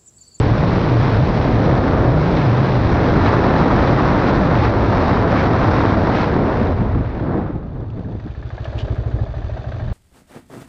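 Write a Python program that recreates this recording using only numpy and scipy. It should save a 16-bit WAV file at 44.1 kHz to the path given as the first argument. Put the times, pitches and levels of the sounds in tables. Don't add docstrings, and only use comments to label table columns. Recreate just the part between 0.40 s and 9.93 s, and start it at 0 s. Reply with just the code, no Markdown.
import sys
import numpy as np
from scipy import signal
from scipy.fft import rfft, irfft, next_fast_len
from scipy.io import wavfile
from scipy.ndimage import uniform_filter1d

SR = 44100
rng = np.random.default_rng(int(sys.argv[2]) if len(sys.argv) > 2 else 0)


def unload_audio(sound):
    columns = np.transpose(np.atleast_2d(sound))
    steps = np.round(np.clip(columns, -1, 1) * 32767)
    wavfile.write(sys.argv[1], SR, steps.astype(np.int16))


N = 420273

# start_s, level_db
BREEZE = [(7.6, -54), (7.95, -36), (8.08, -44), (8.2, -36), (8.7, -28.5), (9, -28.5), (9.28, -31.5),
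          (9.38, -24), (9.53, -21.5)]
# freq_hz, density_db_per_hz
BREEZE_COLOUR = [(20, -9.5), (55, -1.5), (110, -1), (170, -14.5), (300, -23.5), (800, -44.5), (3000, -70.5)]

# start_s, airspeed_m_per_s, turbulence_db
AIRFLOW = [(0, 10.04, -4), (1.05, 9.8, -3.5), (1.5, 8.9, 0), (1.9, 10.34, -3.5), (2.5, 9.96, -2.5),
           (2.75, 10.65, 1.5), (3.5, 11, 0), (4.4, 9.84, 0), (5.4, 10.28, 1), (6.2, 7.86, -1.5),
           (6.5, 5.95, -0.5), (7.0, 5.15, 1), (7.25, 2.87, 2), (7.87, 2.35, -2.5), (7.95, 1.3, -3),
           (8.2, .1, 3)]
RIDING_M_PER_S = 10
WIND_EDGES_HZ = [141.4, 714, 2214]
# freq_hz, density_db_per_hz
WIND_COLOUR = [(12, -50), (20, -17.5), (102, -2), (250, -4.5), (303, -4), (387, -7.5), (1020, -11),
               (1740, -19), (2970, -36), (3880, -35), (5720, -45), (6620, -58), (8610, -76), (14600, -120)]
# level_at_riding_speed_db, airspeed_power, turbulence_share
ROAR, RUSH, HISS = (-16.5, 1.72, 0.62), (-22.5, 2.43, 1), (-35, 2.77, .05)
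# centre_s, half_length_s, strength_db, brightness_db
GUSTS = [(0.644, 0.045, 1.5, 1), (1.301, 0.11, 3, -1.5), (1.587, 0.087, 1.4, -1.5), (1.731, 0.096, 0, -1.5),
         (2.874, 0.031, 2, 2.2), (3.77, 0.027, 1.5, 0), (3.894, 0.018, 2.5, 1), (4.09, 0.024, -1.5, -.5),
         (4.243, 0.043, 1.5, 1.5), (4.337, 0.035, -2, -1.5), (4.679, 0.088, 0.7, .5),
         (4.856, 0.033, -1, -2.2), (4.99, 0.035, 1.2, 3), (5.151, 0.078, -0.6, 0), (5.357, 0.023, 0.5, 1),
         (5.568, 0.035, -1.7, -1.5), (5.808, 0.079, 2, 2.5), (5.974, 0.092, 0.5, -2.5),
         (6.213, 0.16, 2.4, -1), (6.35, 0.013, -4.5, 1), (6.71, 0.06, -2, 2.5), (6.967, 0.1, 3.5, -3),
         (7.403, 0.063, 3.5, -1), (7.59, 0.04, 5, -2), (7.712, 0.045, 3.5, -6), (7.87, 0.02, -1.5, 7)]
DARKENS_BELOW_M_PER_S, DARKENING_PER_M_PER_S = 9.2, 0.11
# start_s, level_at_riding_speed_db
BUFFET = [(.25, -17.5), (.5, -20.5), (1.55, -17), (1.85, -19.5), (2.25, -26.5), (2.45, -15.5), (3.2, -18),
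          (5.1, -20), (5.9, -22), (6.3, -21), (6.55, -14.5), (6.9, -20.5), (7.4, -17)]
# freq_hz, density_db_per_hz
BUFFET_COLOUR = [(18, -14.5), (30, -9.5), (50, -1.5), (70, -2), (110, -0.5), (150, -5), (190, -16),
                 (300, -43)]
# centre_hz, width_hz, level_at_1_db_brightness_db, airspeed_power
SURGE = (1949.5, 1099.5, -39.5, 3.5)
# start_s, shedding_hz, level_db
VORTEX = [(0, 127.3, -16), (.12, 110.8, -15.5), (.17, 136.3, -21.5), (.28, 179.3, -22.5),
          (.38, 182.5, -19.5), (.45, 159.3, -21), (.51, 130, -15.5), (.57, 113.4, -13), (.67, 138.4, -14.5),
          (.71, 112, -21.5), (.78, 105.8, -13), (.83, 136.5, -14), (.88, 183, -27.5), (1.05, 130, -27.5),
          (1.13, 112.3, -15), (1.21, 104.8, -15.5), (1.26, 117, -23), (1.35, 130, -15),
          (1.43, 125.6, -33.5), (1.55, 85, -23.5), (1.66, 112, -15), (1.72, 138.5, -15), (1.82, 153, -18),
          (1.89, 180, -20), (1.99, 161.2, -19), (2.05, 137.8, -13.5), (2.1, 113.7, -12), (2.19, 129, -15),
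          (2.24, 128, -14), (2.29, 150.8, -18.5), (2.35, 120.3, -13.5), (2.47, 98, -19.5),
          (2.56, 124.8, -16), (2.67, 126.8, -28), (2.76, 106.3, -16.5), (2.83, 85.7, -13.5),
          (2.92, 126, -17.5), (3.08, 110.1, -22.5), (3.19, 172.8, -17.5), (3.4, 151, -36),
          (3.53, 135, -20.5), (3.6, 134.6, -21), (3.7, 128.1, -18.5), (3.9, 106, -27), (4.0, 185.1, -24),
          (4.1, 163.3, -21), (4.19, 105.4, -18), (4.33, 112, -21.5), (4.45, 84.4, -21), (4.55, 99.9, -21),
          (4.7, 71.6, -21), (4.83, 95.1, -19.5), (4.97, 96.9, -27.5), (5.2, 111.3, -20.5),
          (5.45, 96.1, -20), (5.58, 97, -18.5), (5.8, 95.4, -32), (6.3, 87.4, -20.5), (7.2, 85, -47),
          (7.9, 85, -91)]
VORTEX_WOBBLE_RAD, STEADY_DB, STEADYING_DB_PER_DB = 0.46, -12.5, .55
# centre_s, half_length_s, pitch_hz, level_db
PUFFS = [(6.219, 0.015, 220, -15), (6.415, 0.011, 200, -14), (6.446, 0.004, 620, -33),
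         (6.565, 0.013, 240, -19), (6.609, .007, 261.6, -24), (6.775, 0.006, 231, -21),
         (6.822, .016, 334, -22.5), (7.101, .008, 292, -22), (7.16, 0.0092, 177, -17.5),
         (7.36, 0.0099, 150, -23.5), (7.433, .009, 258, -30), (7.59, 0.03, 177, -27.5),
         (7.665, .011, 193, -25), (7.754, 0.0078, 222, -25), (7.864, 0.013, 226, -25)]

GROAN_AT_S, GROAN_HALF_S, GROAN_HZ, GROAN_DB = 7.98, .11, 421, -44

# start_s, level_db, decay_s
TICKS = [(7.502, -47, .005), (7.593, -49, .005), (7.637, -51, 0.0036), (7.719, -50, 0.0037),
         (7.909, -47, 0.0066), (8.104, -56, .004), (8.244, -39, 0.0086), (8.380, -35.5, .004),
         (8.384, -41, 0.025), (8.389, -33, 0.0025), (8.398, -33, 0.0037), (8.404, -43, .012),
         (8.416, -44, .006), (8.450, -47, 0.008)]
# mode_hz, width_hz, level_db
TICK_MODES = [(1650, 460, 0), (2600, 400, 2.5), (2920, 200, 5), (3300, 350, 3), (3750, 400, -3),
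              (4540, 600, -3), (5700, 700, -9.5), (6788, 450, -18), (7500, 400, -24)]

# start_s, firings_per_s
SPEED = [(0, 36), (5.4, 38), (6.4, 22), (7.1, 13.1), (7.8, 13.1)]
# start_s, exhaust_peak_db, mechanical_db, mechanical_lows_extra_db
ENGINE = [(0, -21.5, -37.5, 1), (7.2, -24.5, -48, 1), (7.7, -31, -42, -4), (7.98, -18.5, -38.5, -6),
          (8.25, -17, -34, 1.5), (8.4, -10, -33, 0.5), (8.82, -9.5, -37, 2.5), (8.9, -16, -36.5, 0),
          (9.14, -15.5, -34.5, 0.5), (9.53, -18, -34, 0)]
# after_thump_s, decay_s, strength_db
VALVES = [(.009, .005, -4), (.021, .004, -4), (.033, .004, 0.5)]
# mode_hz, width_hz, level_db
VALVE_MODES = [(2350, 400, -2), (3500, 300, 2), (4400, 600, -1.5), (5800, 500, -10.5), (6600, 400, -15)]
VALVE_END_DB = -56
# after_thump_s, decay_s, strength_db
CONTACTS = [(.044, 0.014, -2), (.068, 0.0052, -6.5), (0.0071, .005, -9), (.013, .005, -5)]
# mode_hz, width_hz, level_db
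CASE_MODES = [(606, 95, 2), (784, 78, -4), (1070, 340, -5.5), (1606, 110, -10), (1785, 150, -9.5),
              (2000, 87, -21), (2490, 70, -24), (3060, 43, -22), (3350, 70, -27.5), (3520, 110, -18.5),
              (3860, 110, -18.5), (4000, 80, -34), (4310, 64, -21.5), (4800, 130, -28), (5940, 170, -28.5),
              (6650, 130, -38.5)]
# freq_hz, density_db_per_hz
CLATTER_COLOUR = [(140, -17), (200, -3.5), (300, -6.5), (480, -8.5), (630, 0.5), (800, -8), (1000, -9.5),
                  (1500, -11), (2000, -19), (2400, -18), (3500, -24), (4700, -27), (5400, -35), (7000, -42),
                  (10000, -65)]
# start_s, body_db, upper_ring_db
KNOCKS = [(7.797, -50, -45.5), (7.871, -50, -41), (7.948, -39, -42), (8.025, -44, -38), (8.102, -34, -37),
          (8.178, -25.5, -34), (8.252, -23, -33.5), (8.325, -29, -40), (8.403, -30, -38), (8.479, -22, -41),
          (8.557, -29, -39), (8.634, -25, -40), (8.713, -35, -43), (8.786, -26, -39), (8.863, -25, -45),
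          (8.939, -24, -41), (9.017, -34, -41), (9.093, -24, -46), (9.166, -24, -40), (9.241, -24.5, -41),
          (9.318, -23, -34), (9.397, -28, -38), (9.475, -30, -44)]
# mode_hz, width_hz, level_db
KNOCK_MODES = [(635, 135, -2), (810, 190, -1), (1240, 190, -3), (1680, 97, -1.5), (2150, 230, -7.5)]
THUMP_LAG_S = .033

CUTOFF_HZ = 9000


def from_db(db):
    return 10 ** (np.asarray(db) / 20)


def rms_one(x):
    return x / np.sqrt(np.mean(x ** 2) + 1e-20)


def in_time(rows):
    s, *columns = np.transpose(rows)
    return [np.interp(np.arange(N) / SR, s, c) for c in columns]


def bell(at_s, half_s, power=2):
    t = np.arange(N) / SR
    return np.exp(-np.minimum(((t - at_s) / half_s) ** power, 20))


def drift(rate_hz):
    r = np.exp(-40 * np.pi * rate_hz / SR)
    noise = rng.standard_normal(N // 20 + 4002)
    slow = signal.lfilter([1], [1, -2 * r, r * r], noise)[4000:]
    return np.interp(np.arange(N) / 20, np.arange(len(slow)), rms_one(slow))


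def coloured_noise(colour):
    size = next_fast_len(N, True)
    hz, db = np.transpose(colour)
    bins_hz = np.maximum(np.arange(size // 2 + 1) * SR / size, 1)
    gain = from_db(np.interp(np.log(bins_hz), np.log(hz), db, left=-np.inf, right=-np.inf))
    return rms_one(irfft(rfft(rng.standard_normal(size)) * gain, size)[:N])


def butter(x, hz, kind, order=4):
    return signal.sosfilt(signal.butter(order, hz, kind, fs=SR, output="sos"), x)


def resonate(x, hz, width_hz):
    r = np.exp(-np.pi * width_hz / SR)
    feedback = [1, -2 * r * np.cos(2 * np.pi * hz / SR), r * r]
    return signal.lfilter(np.array([1, 0, -1]) * (1 - r * r) / 2, feedback, x)


def resonate_twice(x, hz, width_hz):
    return resonate(resonate(x, hz, width_hz), hz, width_hz)


def modes_ring(force, modes):
    out = 0
    for hz, width_hz, db in modes:
        grit = force * rng.standard_normal(N)
        out = out + from_db(db) * rms_one(resonate_twice(grit, hz, width_hz / .64))
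    return rms_one(out)


def struck(clicks, modes, uneven_db=3):
    out = 0
    for k, (hz, width_hz, db) in enumerate(modes):
        r, w = np.exp(-np.pi * width_hz / SR), 2 * np.pi * hz / SR
        force = clicks * from_db(db + uneven_db * rng.standard_normal(N)) + 1e-18
        ring = signal.lfilter([0, np.sin(w)], [1, -2 * r * np.cos(w), r * r], force)
        out = out + (-1) ** k * ring
    return out


def breeze():
    return from_db(in_time(BREEZE)[0]) * coloured_noise(BREEZE_COLOUR)


def airflow():
    speed, turbulence_db = in_time(AIRFLOW)
    return speed, 20 * np.log10(np.maximum(speed, 1e-3) / RIDING_M_PER_S), turbulence_db


def gusts():
    bells = np.array([bell(s, half_s) for s, half_s, _, _ in GUSTS])
    return np.array(GUSTS)[:, 2:].T @ bells


def eddies(low_hz, high_hz, slow, slow_hz, order=2):
    noises = [coloured_noise(WIND_COLOUR), coloured_noise(WIND_COLOUR)]
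    fast, dull = butter(butter(noises, low_hz, "high", order=5), high_hz, "low", order=5)
    dull = butter(dull, slow_hz, "low", order=order)
    return np.sqrt(1 - slow) * rms_one(fast) + np.sqrt(slow) * rms_one(dull)


def roughened(noise, unsteadiness_db):
    return rms_one(noise * from_db(unsteadiness_db))


def wind(shedding, puff_db=1.5):
    speed, speed_db, turbulence_db = airflow()
    gust_db, bright_db = gusts()
    roar_db, rush_db, hiss_db = [db + power * speed_db + share * turbulence_db + gust_db
                                 for db, power, share in (ROAR, RUSH, HISS)]
    low_hz, middle_hz, high_hz = WIND_EDGES_HZ
    slow = np.clip(DARKENING_PER_M_PER_S * (DARKENS_BELOW_M_PER_S - speed), .01, .9)

    buffet_db = in_time(BUFFET)[0] + speed_db + slow * (gust_db + puff_db * drift(9.6))
    buffet = from_db(buffet_db) * coloured_noise(BUFFET_COLOUR)

    pressure = buffet + shedding
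    swing = pressure / np.sqrt(uniform_filter1d(pressure ** 2, SR // 10) + 1e-12)
    spurts = drift(300)

    roar = eddies(low_hz, middle_hz, slow, slow_hz=352)
    roar = roughened(roar, 0.84 * spurts + .5 * drift(25))
    rush = eddies(middle_hz, high_hz, slow, slow_hz=1210)
    rush = roughened(rush, 2.0 * spurts + 0.67 * drift(17) + 0.23 * swing)
    hiss = eddies(high_hz, CUTOFF_HZ, slow ** 0.51, slow_hz=3800, order=4)
    hiss = roughened(hiss, 1.7 * spurts + 0.49 * drift(23) + 0.33 * swing)
    return (buffet + from_db(roar_db - bright_db) * roar + from_db(rush_db) * rush
            + from_db(hiss_db + bright_db) * hiss)


def surges(top_hz=3400):
    hz, width_hz, level_db, power = SURGE
    rush = resonate_twice(rng.standard_normal(N), hz, width_hz)
    rush = rms_one(butter(rush, top_hz, "low"))
    return from_db(level_db + power * airflow()[1]) * np.maximum(gusts()[1], 0) * rush


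def vortex(flicker_db=0.1):
    hz, level_db = in_time(VORTEX)
    wobble_rad = VORTEX_WOBBLE_RAD * from_db(STEADYING_DB_PER_DB * np.minimum(STEADY_DB - level_db, 10))
    phase = 2 * np.pi * np.cumsum(hz) / SR + wobble_rad * drift(25)
    return from_db(level_db) * rms_one(np.sin(phase) * from_db(flicker_db * drift(28)))


def puffs(raggedness_rad=.95):
    t = np.arange(N) / SR
    wander = raggedness_rad * drift(110)
    out = 0
    for s, half_s, hz, db in PUFFS:
        out = out + from_db(db) * bell(s, half_s) * np.sin(2 * np.pi * hz * (t - s) + wander)
    return np.sqrt(2) * out


def brake():
    t = np.arange(N) / SR
    tone = np.sin(2 * np.pi * GROAN_HZ * t + 0.2 * drift(15))
    return from_db(GROAN_DB) * bell(GROAN_AT_S, GROAN_HALF_S, power=4) * tone


def ticks(chatter_db=-2, snap_db=-4):
    t = np.arange(N) / SR
    force, snaps = np.zeros(N), np.zeros(N)
    for s, db, decay_s in TICKS:
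        force += from_db(db) * (t > s) * np.exp(-np.minimum(np.abs(t - s) / decay_s, 20))
        snaps[int(s * SR)] += from_db(db + snap_db)
    force_rms = np.sqrt(np.mean(force ** 2))
    chatter = from_db(chatter_db) * force_rms * modes_ring(force + 1e-12, TICK_MODES)
    return chatter + butter(struck(snaps, TICK_MODES), 8000, "low")


def firings(uneven_db=.5):
    idle = ((np.array(KNOCKS)[:, 0] + THUMP_LAG_S) * SR).astype(int)
    cycles = np.cumsum(in_time(SPEED)[0]) / SR
    riding = np.flatnonzero(np.diff(np.floor(cycles[:idle[0]] - cycles[idle[0]])))
    at = np.concatenate([riding, idle])
    clicks = np.zeros(N + SR)
    clicks[at] = from_db(uneven_db * rng.standard_normal(len(at)))
    return clicks[:N]


def contact_force(clicks, contacts):
    t = np.arange(SR // 8) / SR
    cycle = sum(from_db(db) * (t > s) * np.exp(-np.abs(t - s) / decay_s) for s, decay_s, db in contacts)
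    return signal.fftconvolve(clicks, cycle)[:N]


def valves(clicks):
    return from_db(VALVE_END_DB) * modes_ring(contact_force(clicks, VALVES) + 1e-12, VALVE_MODES)


def mechanics(clicks, ring_db=-3, churn_db=-6, steady=0.24):
    blows = contact_force(clicks, CONTACTS) * from_db(2.0 * drift(8.5))
    churn = coloured_noise(CLATTER_COLOUR) * (1 + 0.99 * blows) * from_db(2.0 * drift(150))
    return from_db(ring_db) * modes_ring(blows + steady, CASE_MODES) + from_db(churn_db) * rms_one(churn)


def gas_rush(clicks, level_db=-23, lag_s=0.019, length_s=0.034, low_hz=180, high_hz=460):
    t = np.arange(-SR // 10, SR // 10) / SR
    gate = signal.fftconvolve(clicks, np.exp(-((t - lag_s) / length_s) ** 2), "same")
    gas = rms_one(butter(rng.standard_normal(N), [low_hz, high_hz], "band", order=2))
    return from_db(level_db) * gate * gas


def exhaust(clicks, puff_hz=96, puff_s=.0076, return_s=.0172, deepening=.8):
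    t = np.arange(-SR // 10, SR // 10) / SR
    thump = 0
    for k, level_db in enumerate([0, -4, -16]):
        age = t - k * return_s
        swing = np.cos(2 * np.pi * puff_hz * deepening ** k * age)
        thump = thump + from_db(level_db) * swing * np.exp(-(age / puff_s) ** 2)
    return signal.fftconvolve(clicks, thump, "same")


def engine(clicks):
    exhaust_db, mechanical_db, lows_db = in_time(ENGINE)
    clatter = mechanics(clicks)
    lows, highs = butter(clatter, 950, "low", order=3), butter(clatter, 950, "high", order=3)
    clatter = from_db(lows_db) * lows + highs
    tail = from_db(exhaust_db) * (exhaust(clicks) + gas_rush(clicks))
    taps = from_db(mechanical_db - mechanical_db[-1]) * valves(clicks)
    return tail + from_db(mechanical_db) * clatter + taps


def knock(scatter_s=.0005, detune=.04):
    t = np.arange(SR // 10) / SR
    out = np.zeros(N + SR)
    for s, body_db, upper_db in KNOCKS:
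        start = int(s * SR)
        for k, (hz, width_hz, db) in enumerate(KNOCK_MODES):
            late, sharp = rng.standard_normal(2)
            age = np.maximum(t - abs(late) * scatter_s, 0)
            fade = np.pi * width_hz * age
            swell = fade * np.exp(1 - fade)
            level = from_db(db + (upper_db if k else body_db))
            out[start:start + len(t)] += level * swell * np.sin(2 * np.pi * hz * (1 + detune * sharp) * age)
    return out[:N]


def scene():
    shedding = vortex()
    air = breeze() + wind(shedding) + surges() + shedding + puffs()
    machine = brake() + ticks() + engine(firings()) + knock()
    return (air + machine)[None]


def record(dry, threshold_db=-15, squeeze=.4, follow_s=.02, ceiling=.85):
    follow = np.exp(-1 / (follow_s * SR))
    power = signal.lfilter([1 - follow], [1, -follow], dry ** 2)
    level_db = 10 * np.log10(power + 1e-12)
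    held = dry * from_db(-squeeze * np.maximum(level_db - threshold_db, 0))
    rounded = held / (1 + (held / ceiling) ** 6) ** (1 / 6)
    return butter(rounded, CUTOFF_HZ, "low", order=10)


dry = scene()
out = record(dry)
unload_audio(out)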